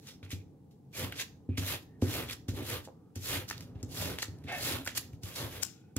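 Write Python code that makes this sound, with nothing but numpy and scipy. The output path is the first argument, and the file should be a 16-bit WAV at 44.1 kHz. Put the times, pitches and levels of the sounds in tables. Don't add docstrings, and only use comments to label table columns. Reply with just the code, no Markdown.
import sys
import numpy as np
from scipy import signal
from scipy.fft import rfft, irfft, next_fast_len
from scipy.io import wavfile
from scipy.ndimage import uniform_filter1d

SR = 44100
rng = np.random.default_rng(int(sys.argv[2]) if len(sys.argv) > 2 else 0)


def field_ratio(decibels):
    return 10 ** (np.asarray(decibels, dtype=float) / 20)


def to_wav(s):
    ch = np.atleast_2d(s).T
    pcm = np.round(np.clip(ch, -1, 1) * 32767)
    wavfile.write(sys.argv[1], SR, pcm.astype(np.int16))


N = 263982

# freq_hz, level_db_per_hz
HUSH_SPECTRUM = [(12, -44), (20, -37), (49, -25), (127, 6.5), (257, -4), (295, 1.5), (380, -22),
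                 (414, -2.5), (612, -27.5), (811, -14), (959, -29), (1200, -33.5), (1310, -47),
                 (1420, -39.5), (16300, -44)]
# freq_hz, left_right_likeness
HUSH_LIKENESS = [(60, 1), (240, 0.9), (950, 0.13), (3770, 0.053), (15000, 0.02)]

# time_s, rumble_db
REST = [(0, -59), (.3, -51), (.52, -55), (.88, -62), (1.1, -42), (1.25, -54), (1.95, -52), (2.28, -42),
        (2.42, -53), (2.6, -42), (2.8, -58), (3.1, -60), (3.5, -50), (3.93, -41), (4.15, -50), (5.0, -48),
        (5.5, -52), (5.7, -74)]
# fastest_s, speedup_s, slowdown_s, rub_db, table_weight_db
SWEEPS = [(.07, .09, .14, -72, 2), (1.008, .063, .1, -44, 2), (1.63, .05, .07, -50, 0),
          (1.722, .085, .063, -38, -9), (2.075, .06, .08, -55, 8), (2.175, .11, .1, -41.5, -1),
          (2.59, .065, .1, -53, 6), (2.718, .08, .095, -43, -1), (3.335, .115, .11, -40.5, -3),
          (3.63, .1, .09, -70, -2), (4.035, .12, .17, -45.5, 3), (4.585, .06, .1, -53, 2),
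          (4.7, .13, .135, -40.5, -2), (5.275, .045, .12, -54.5, 0), (5.405, .065, .11, -47, 5),
          (5.56, .12, .1, -52, 1)]
# time_s, grit_db
TILT = [(.2, 3), (1, -1), (1.25, 1), (1.7, -4), (2.1, -3), (2.62, -5), (2.75, -1), (3.25, 0), (3.38, -2),
        (3.6, 3), (4.05, 1), (4.2, 4), (4.57, -3), (4.68, 1), (4.78, -3), (5.4, 3), (5.5, -5), (5.7, 0)]
# peak_s, level_db, brightness_db
TOUCHES = [(.231, -57, -8), (.71, -80, 8), (.929, -66, 0), (.949, -55, 3), (1.16, -57, 5), (4.952, -50, 5),
           (5.357, -54, 8), (1.576, -43, 2.5), (2.019, -50, 5), (2.485, -51, 4), (3.157, -56, 5),
           (3.752, -69, -12), (3.83, -68, 0), (4.44, -68, 4), (4.521, -56, 6), (5.13, -74, 6),
           (5.234, -60, 6), (5.966, -47, -2)]
# peak_s, level_db, rise_20db_s, fall_20db_s, brightness_db
SCUFFS = [(.084, -55.5, .045, .06, 3), (.25, -70, .01, .015, 10), (.318, -48, .02, .055, 2),
          (1.124, -47, .012, .03, -20), (1.215, -38, .065, .025, 1), (1.49, -69, .004, .2, -20),
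          (1.828, -67, .012, .015, 6), (2.298, -43.5, .018, .05, -12), (2.333, -46, .07, .016, 3),
          (2.856, -59, .03, .02, 6), (3.484, -52, .006, .04, 4), (3.512, -46, .01, .07, -4),
          (3.608, -60, .008, .05, 0.5), (3.81, -68, .07, .02, -6), (4.188, -46, .004, .03, -3),
          (4.2, -56, .03, .06, 4), (4.226, -40, .013, .03, 4), (4.49, -45, .03, .14, -13),
          (4.876, -44, .02, .07, -4), (4.978, -40, .018, .014, 10), (5.03, -61, .05, .08, -7),
          (5.631, -42, .012, .012, 6), (5.68, -64, .05, .17, -2)]

# freq_hz, level_db, t60_s
TABLE_MODES = [(59.6, -16, 0.12), (96.2, 2.5, 0.35), (110, -1.5, .2), (129.5, -9, 0.15), (136.8, -5, 0.3),
               (165, -9, 0.14), (253.5, -2, 0.16), (274, -9, 0.3), (352.6, -7, 0.085), (408, -10, 0.1),
               (476, -15.5, 0.087), (615, -17.5, 0.034), (720, -16.5, 0.054)]
# start_s, blow_db, ring_time_factor, upper_modes_db
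LANDINGS = [(0.225, -35.5, 1.4, -11), (0.327, -25, 1.2, -15), (1.034, -31, 1, -5), (1.487, -19, 1.33, -10),
            (1.578, -19.5, 1.54, -13), (1.618, -26, 1, -13), (2.021, -11.5, 1.2, -5),
            (2.4835, -19.5, 0.9, -9), (2.533, -26, 1, -9), (3.1595, -27.5, 1.4, -11),
            (3.752, -29, 0.6, -19), (3.8305, -24.5, 0.6, -9), (4.281, -30, 1.1, -11),
            (4.444, -31, 0.83, -6.5), (5.131, -34, 0.93, -17), (5.232, -29.5, 0.9, -21),
            (5.962, -21, 1, -5)]
# start_s, level_db
KNOCKS = [
    (2.023, -31),
    (2.875, -40),
    (2.886, -41.5),
    (3.511, -45),
]
# freq_hz, level_db, t60_s
LID_MODES = [(525, 2, 0.056), (660, 5.5, 0.019), (825, 1, 0.028), (1040, -29, .03)]

# freq_hz, level_db_per_hz
FOIL_SPECTRUM = [(210, -21), (350, 8), (404, 5.5), (474, 8.5), (817, 0.5), (3450, 0.5), (5140, -8),
                 (7430, -11.5), (8310, -16.5), (12000, -11), (16000, -17.5)]
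# freq_hz, share
SLIP_LIKENESS = [(500, 0.78), (4000, 0.76), (9000, 0.2), (16000, 0.53)]
# start_s, end_s, level_db, first_hz, last_hz
HUMS = [(.225, 0.303, -68, 2410, 2380), (.3, 0.438, -70.5, 2400, 2400), (.93, 1.004, -52, 2380, 2360),
        (1.485, 1.6, -65, 2460, 2430), (1.85, 2.001, -77, 1820, 1800), (2.565, 2.645, -42, 400, 250),
        (2.69, 2.77, -48, 490, 470), (2.92, 3.139, -78.5, 1200, 1210), (3.38, 3.757, -52, 139.4, 134.8),
        (4.27, 4.45, -52, 126.5, 133), (4.48, 4.62, -47, 800, 620), (.06, .13, -60, 3700, 3700),
        (.07, .17, -64, 5400, 5400), (.298, .335, -54, 2400, 2350), (5.625, 5.7, -62, 2800, 2750),
        (2.06, 2.105, -40, 265, 305), (4.64, 4.85, -47, 290, 255), (5.68, 5.952, -80, 1396, 1484),
        (5.68, 5.949, -83, 2530, 2500)]

# peak_s, peak_db, centre_hz, decay_s,
# left_minus_right_db
SNAPS = [(0.0697, -38, 5410, 0.004, -1), (0.0853, -37, 3740, 0.004, 0), (.246, -52, 9000, .002, 0),
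         (.294, -46, 7500, .002, 0), (0.3036, -40, 2390, 0.003, -1), (0.326, -40, 4500, 0.0023, -1),
         (1.1219, -30, 2170, 0.0025, -0.5), (1.1957, -25, 2440, 0.0023, -1), (1.213, -30, 5000, .002, -1),
         (1.222, -32, 2200, .002, -1), (2.2857, -32, 3290, 0.003, -1), (2.2964, -27, 2300, 0.0018, -3),
         (2.308, -26, 4000, 0.002, -2), (2.3115, -31, 1900, .002, -2), (2.3356, -33, 10000, 0.0019, 0),
         (2.8494, -42, 6030, 0.0023, -2), (3.498, -25, 5600, 0.0025, 9), (3.5095, -29, 5000, 0.003, -4),
         (3.5783, -39, 4030, 0.0023, -10), (3.6057, -35, 6100, 0.0036, -2), (4.1855, -29, 7000, 0.0025, 1),
         (4.2245, -22, 6000, 0.003, 9), (4.3844, -49, 4560, 0.0021, -1), (4.439, -47, 2580, 0.0023, -2),
         (4.846, -35, 7500, .002, 0), (4.8526, -31, 10700, 0.0021, 0), (4.8605, -29, 6000, 0.005, 8),
         (4.863, -32, 1500, .004, -2), (4.8727, -24, 6000, 0.003, -9), (4.915, -40, 1800, .004, -1),
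         (5.648, -31, 6500, .003, 10)]
# peak_s, peak_db, centre_hz, decay_s, left_minus_right_db
TICKS = [(0.2284, -50, 2380, 0.0014, 1), (0.7104, -58, 3860, 0.0023, 1), (0.9298, -58, 2370, 0.0025, -1),
         (1.498, -59, 1590, 0.0023, 0.5), (1.553, -54, 2570, 0.006, -3), (1.5718, -29, 2400, 0.0062, -4),
         (2.0168, -37, 2550, 0.0023, 2), (2.4815, -37, 6000, 0.003, -1), (3.1556, -33, 6350, 0.005, -2),
         (3.8277, -32, 5890, 0.0063, 3.5), (4.28, -40, 4650, 0.0033, -2), (4.4226, -57, 2080, 0.002, -4),
         (5.132, -50, 2240, 0.0026, -1), (5.2322, -33, 5950, 0.0033, -6), (5.9639, -22, 6950, 0.0021, -8)]
# peak_s, peak_db, centre_hz, decay_s, left_minus_right_db
TEARS = [
    (3.489, -29, 5500, .003, -9),
    (4.9621, -32, 7000, 0.006, -2),
    (4.9766, -18, 9500, 0.002, -1.5),
    (5.6322, -18, 6500, 0.0016, 12),
]
# start_s, peak_db, pitch_hz, left_minus_right_db
POPS = [(.2295, -43, 2400, -2), (.264, -49, 2400, 0), (.307, -35, 7500, -1), (3.5102, -27, 1700, -5),
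        (3.5125, -33, 1900, -4), (3.5795, -38, 5000, -10), (3.6075, -43, 2500, -2),
        (4.1865, -25, 2900, 1.5), (4.2222, -26, 4800, -8), (4.229, -27, 1900, -1), (4.2312, -31, 1900, -1),
        (4.8758, -23, 2000, -5), (4.8798, -29, 2400, -4), (4.9785, -21, 11500, -1.5),
        (5.6333, -19, 7600, 6)]

# time_s, level_db
CHATTER = [
    (4.46, -53),
    (4.496, -38),
    (4.554, -40),
    (4.564, -44),
    (4.63, -50.5),
    (4.64, -45),
]
# freq_hz, width_hz, level_db
BLADE_MODES = [(729, 90, 1.5), (820, 90, -6), (1820, 110, 6), (2160, 450, 14), (2580, 61, 2)]

# freq_hz, t60_s
WALLS = [(100, 0.1), (1000, 0.41), (2500, 0.27), (6000, 0.35), (9000, 0.24), (16000, 0.3)]
# delay_s, level_db
ECHOES = [(.0031, -19.5), (.017, -14), (0.033, -21)]


def evened(x):
    return x / np.sqrt(np.mean(x ** 2) + 1e-20)


def read(points, hz):
    f, value = np.transpose(points)
    return np.interp(np.log(hz + 1), np.log(f + 1), value)


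def add(mix, start_s, sound):
    part = mix[..., max(round(start_s * SR), 0):][..., :sound.shape[-1]]
    part += sound[..., :part.shape[-1]]


def panned(level_db, left_minus_right_db):
    return field_ratio(level_db + np.array([[left_minus_right_db], [-left_minus_right_db]]) / 2)


def band(x, lo_hz, hi_hz):
    return signal.sosfilt(signal.butter(2, [lo_hz, hi_hz], "band", fs=SR, output="sos"), x)


def ring(modes, stretch=1, seconds=0.36, swell_cycles=1e-3):
    t = np.arange(round(seconds * SR)) / SR
    out = np.zeros(len(t))
    for hz, db, t60_s in modes:
        decay = field_ratio(db - 60 * t / (t60_s * stretch))
        out += decay * np.sin(2 * np.pi * hz * t) * (1 - np.exp(-t * hz / swell_cycles))
    return out


def wobble(span_s):
    span = round(span_s * SR)
    return evened(uniform_filter1d(uniform_filter1d(rng.standard_normal(N), span), span))


def hush():
    frames, hz = N // 256 + 5, np.fft.rfftfreq(1024, 1 / SR)
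    a, b, c, d, patches = rng.standard_normal((frames, 513, 5)).T
    patches = evened(uniform_filter1d(uniform_filter1d(patches, 4, 0), 14, 1))
    same = read(HUSH_LIKENESS, hz)[:, None]
    left = a + 1j * b
    right = same * left + np.sqrt(1 - same ** 2) * (c + 1j * d)
    z = np.array([left, right]) * field_ratio(read(HUSH_SPECTRUM, hz)[:, None] + 0.5 * patches)
    return field_ratio(-56.5) * evened(signal.istft(z, nperseg=1024, noverlap=768)[1][:, :N])


def contact():
    t = np.arange(0, N / SR, 1e-3)
    power = np.zeros((5, len(t)))
    tilt_db = np.interp(t, *np.transpose(TILT))
    power[4] = field_ratio(np.interp(t, *np.transpose(REST))) ** 2
    for s, rise_s, fall_s, db, weight_db in SWEEPS:
        phase = (t - s) / np.where(t < s, rise_s, fall_s)
        late = np.clip(phase, -1, 1)
        rub_db = db - 20 * abs(phase) ** 2.1
        drag_db = -1.5 + .7 * weight_db + 3 * late
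        grit_db = -1.5 - 9 * late + tilt_db
        fizz_db = 2.2 - 5 * late + .5 * tilt_db
        rumble_db = 7 + weight_db + 4 * late
        power += field_ratio(rub_db + np.array([drag_db, 0 * t, grit_db, fizz_db, rumble_db])) ** 2
    touch_rise_s, touch_fall_s, touch_drag_db = .004, .065, -3
    brief = [(s, db, touch_rise_s, touch_fall_s, bright_db, touch_drag_db) for s, db, bright_db in TOUCHES]
    brief += [(*row, -11 - .3 * row[-1]) for row in SCUFFS]
    for s, db, rise_s, fall_s, bright_db, drag_db in brief:
        rub_db = db - 20 * abs(t - s) / np.where(t < s, rise_s, fall_s)
        power[:4] += field_ratio(rub_db + np.array([[drag_db], [0], [bright_db - .5], [bright_db - 4.5]])) ** 2
    gains = uniform_filter1d(np.sqrt(power), size=3)
    return [np.interp(np.arange(N) / SR, t, gain) for gain in gains]


def landing_modes(upper_db):
    modes = []
    for (hz, db, t60_s), spot in zip(TABLE_MODES, rng.standard_normal(len(TABLE_MODES))):
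        if hz > 200:
            shift_db = upper_db + 4.5
        elif hz < 120:
            shift_db = 4
        else:
            shift_db = -2.5
        modes.append((hz, db + 1.5 * spot + shift_db, t60_s))
    first_give = (230, 6 + .7 * (upper_db + 9), .022)
    return modes[:3], modes[3:] + [first_give]


def table(rumble):
    shake = rng.standard_normal(N) * field_ratio(1.1 * wobble(0.0062)) * rumble
    out = field_ratio(-1.0) * signal.oaconvolve(shake, evened(ring(TABLE_MODES, 0.45)) / np.sqrt(SR / 2))[:N]
    push = signal.windows.hann(round(SR / 695))
    for s, db, stretch, upper_db in LANDINGS:
        bass, top = landing_modes(upper_db)
        response = ring(bass, stretch * .6, swell_cycles=.6) + ring(top, stretch, swell_cycles=0.2)
        thump = signal.oaconvolve(response, push)
        add(out, s + 0.00278, field_ratio(db - 1.5) * thump / abs(thump).max())
    for s, db in KNOCKS:
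        add(out, s, field_ratio(db - 7) * ring(LID_MODES, seconds=.1))
    return out


def grit(per_s, spread_db):
    slips = (rng.random((3, N)) < per_s / SR) * rng.standard_normal((3, N))
    return slips * field_ratio(spread_db * np.minimum(rng.exponential(1, (3, N)), 4))


def patchy(x, depth_db):
    z = signal.stft(x, nperseg=512)[2]
    field = uniform_filter1d(uniform_filter1d(rng.standard_normal(z.shape[1:]), 7, 0), 5, 1)
    return signal.istft(z * field_ratio(depth_db * evened(field)), nperseg=512)[1][:, :N]


def strokes(gains):
    pressure = field_ratio(1.1 * wobble(.004) + .6 * wobble(.015))
    slips = grit(per_s=12000, spread_db=2.2) * pressure
    size = next_fast_len(N)
    hz = np.fft.rfftfreq(size, 1 / SR)
    z = rfft(patchy(slips, depth_db=1.4), size)
    same = read(SLIP_LIKENESS, hz)
    z = (same * z[0] + np.sqrt(1 - same ** 2) * z[1:]) * field_ratio(read(FOIL_SPECTRUM, hz))
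    low = 1 / (1 + (hz / 1500) ** 4)
    top = 1 / (1 + (4600 / (hz + 1)) ** 6)
    fine = 1 / (1 + (8800 / (hz + 1)) ** 10)
    layers = zip([low, 1 - low - top, top - fine, fine], gains)
    return sum(evened(irfft(z * share, size)[:, :N]) * gain for share, gain in layers)


def hums():
    out = np.zeros(N)
    for start_s, end_s, db, first_hz, last_hz in HUMS:
        width_hz = 20 + .06 * first_hz
        t = np.arange(start_s, end_s, 1 / SR)
        noise = [1, 1j] @ rng.standard_normal((2, SR // 2))
        fuzz = signal.lfilter([1], [1, -np.exp(-np.pi * width_hz / SR)], noise)
        turns = np.cumsum(np.linspace(first_hz, last_hz, len(t))) / SR
        tone = evened((fuzz[-len(t):] * np.exp(2j * np.pi * turns)).real)
        add(out, start_s, field_ratio(db) * tone * signal.windows.tukey(len(t), .4))
    return out


def snaps():
    out, t = np.zeros((2, N)), np.arange(-882, 2200) / SR
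    snap_build_s, tear_build_s = .0008, .0055
    rows = [(*row, snap_build_s) for row in TICKS + SNAPS] + [(*row, tear_build_s) for row in TEARS]
    for s, db, hz, fall_s, pan_db, rise_s in rows:
        z = rng.standard_normal((2, len(t)))
        crackle = z[0] * abs(z[1]) + 5 * (t == 0)
        bump = evened(band(crackle, hz / 1.39, hz * 1.296))
        crack = 0.72 * (hz / 3500) ** .7 * evened(band(crackle, 630, 16000))
        snap = (bump + crack) * np.exp(np.where(t < 0, t / rise_s, -t / fall_s))
        add(out, s + 0.0021 + t[0], panned(db - 0.5, pan_db) * snap / abs(snap).max())
    return out


def pops():
    out, t = np.zeros((2, N)), np.arange(441) / SR
    for s, db, hz, pan_db in POPS:
        pop = np.sin(2 * np.pi * hz * t) * np.exp(-t * hz / 1.05)
        add(out, s, panned(db + 4, 2 * pan_db / 2) * pop / pop.max())
    return out


def chatter():
    s, db = np.transpose(CHATTER)
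    t, out = np.arange(s[0], s[-1], 1 / SR), np.zeros(N)
    slips = rng.standard_normal(len(t)) * (rng.random(len(t)) < 2500 / SR)
    modes = [(hz, level_db, 5.2 / width_hz) for hz, width_hz, level_db in BLADE_MODES]
    sound = evened(signal.oaconvolve(slips, ring(modes, seconds=.1))[:len(t)])
    add(out, s[0], sound * field_ratio(np.interp(t, s, db)) * signal.windows.tukey(len(t), .3))
    return out


def room(x, tail_db, count=3):
    out, turn = x.copy(), np.pi * np.arange(N) / SR * 7.3
    for k in range(count):
        taps = np.zeros((2, SR // 2))
        at = np.arange(200, SR // 2 - 20, 20)
        at = at + rng.integers(0, 20, (2, len(at)))
        np.put_along_axis(taps, at, rng.choice([-1., 1.], at.shape), 1)
        hz, t, z = signal.stft(taps, SR, nperseg=256)
        tail = signal.istft(z * field_ratio(-60 * t / read(WALLS, hz)[:, None]), SR, nperseg=256)[1]
        tail *= field_ratio(tail_db) / np.linalg.norm(tail[0])
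        for delay_s, db in ECHOES:
            tail[[0, 1], round(delay_s * SR) + rng.integers(0, 40, 2)] += field_ratio(db)
        share = np.sqrt(2 / count) * abs(np.cos(turn + np.pi * k / count))
        out += signal.fftconvolve(x * share, tail, axes=1)[:, :N]
    return out


def scene():
    lean = field_ratio(np.array([[-.5], [.5]]))
    gains = contact()
    foil = field_ratio(-0.5) * (strokes(gains) + chatter() + hums()) * lean + snaps() + pops()
    near = room(foil, tail_db=-12) + room(table(gains[4]) * lean, tail_db=-8.5, count=2)
    port_lag_samples = 4
    return np.array([near[0], np.roll(near[1], port_lag_samples)]) + hush()


def top_cut(x):
    return signal.sosfilt(signal.butter(12, 16510, fs=SR, output="sos"), x)


def record(dry):
    thin = signal.sosfilt(signal.butter(3, 80.5, "high", fs=SR, output="sos"), dry)
    thin = signal.oaconvolve(thin, signal.firwin(1501, 15790, fs=SR)[None], "same")
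    return top_cut(thin)


dry = scene()
out = record(dry)
to_wav(out)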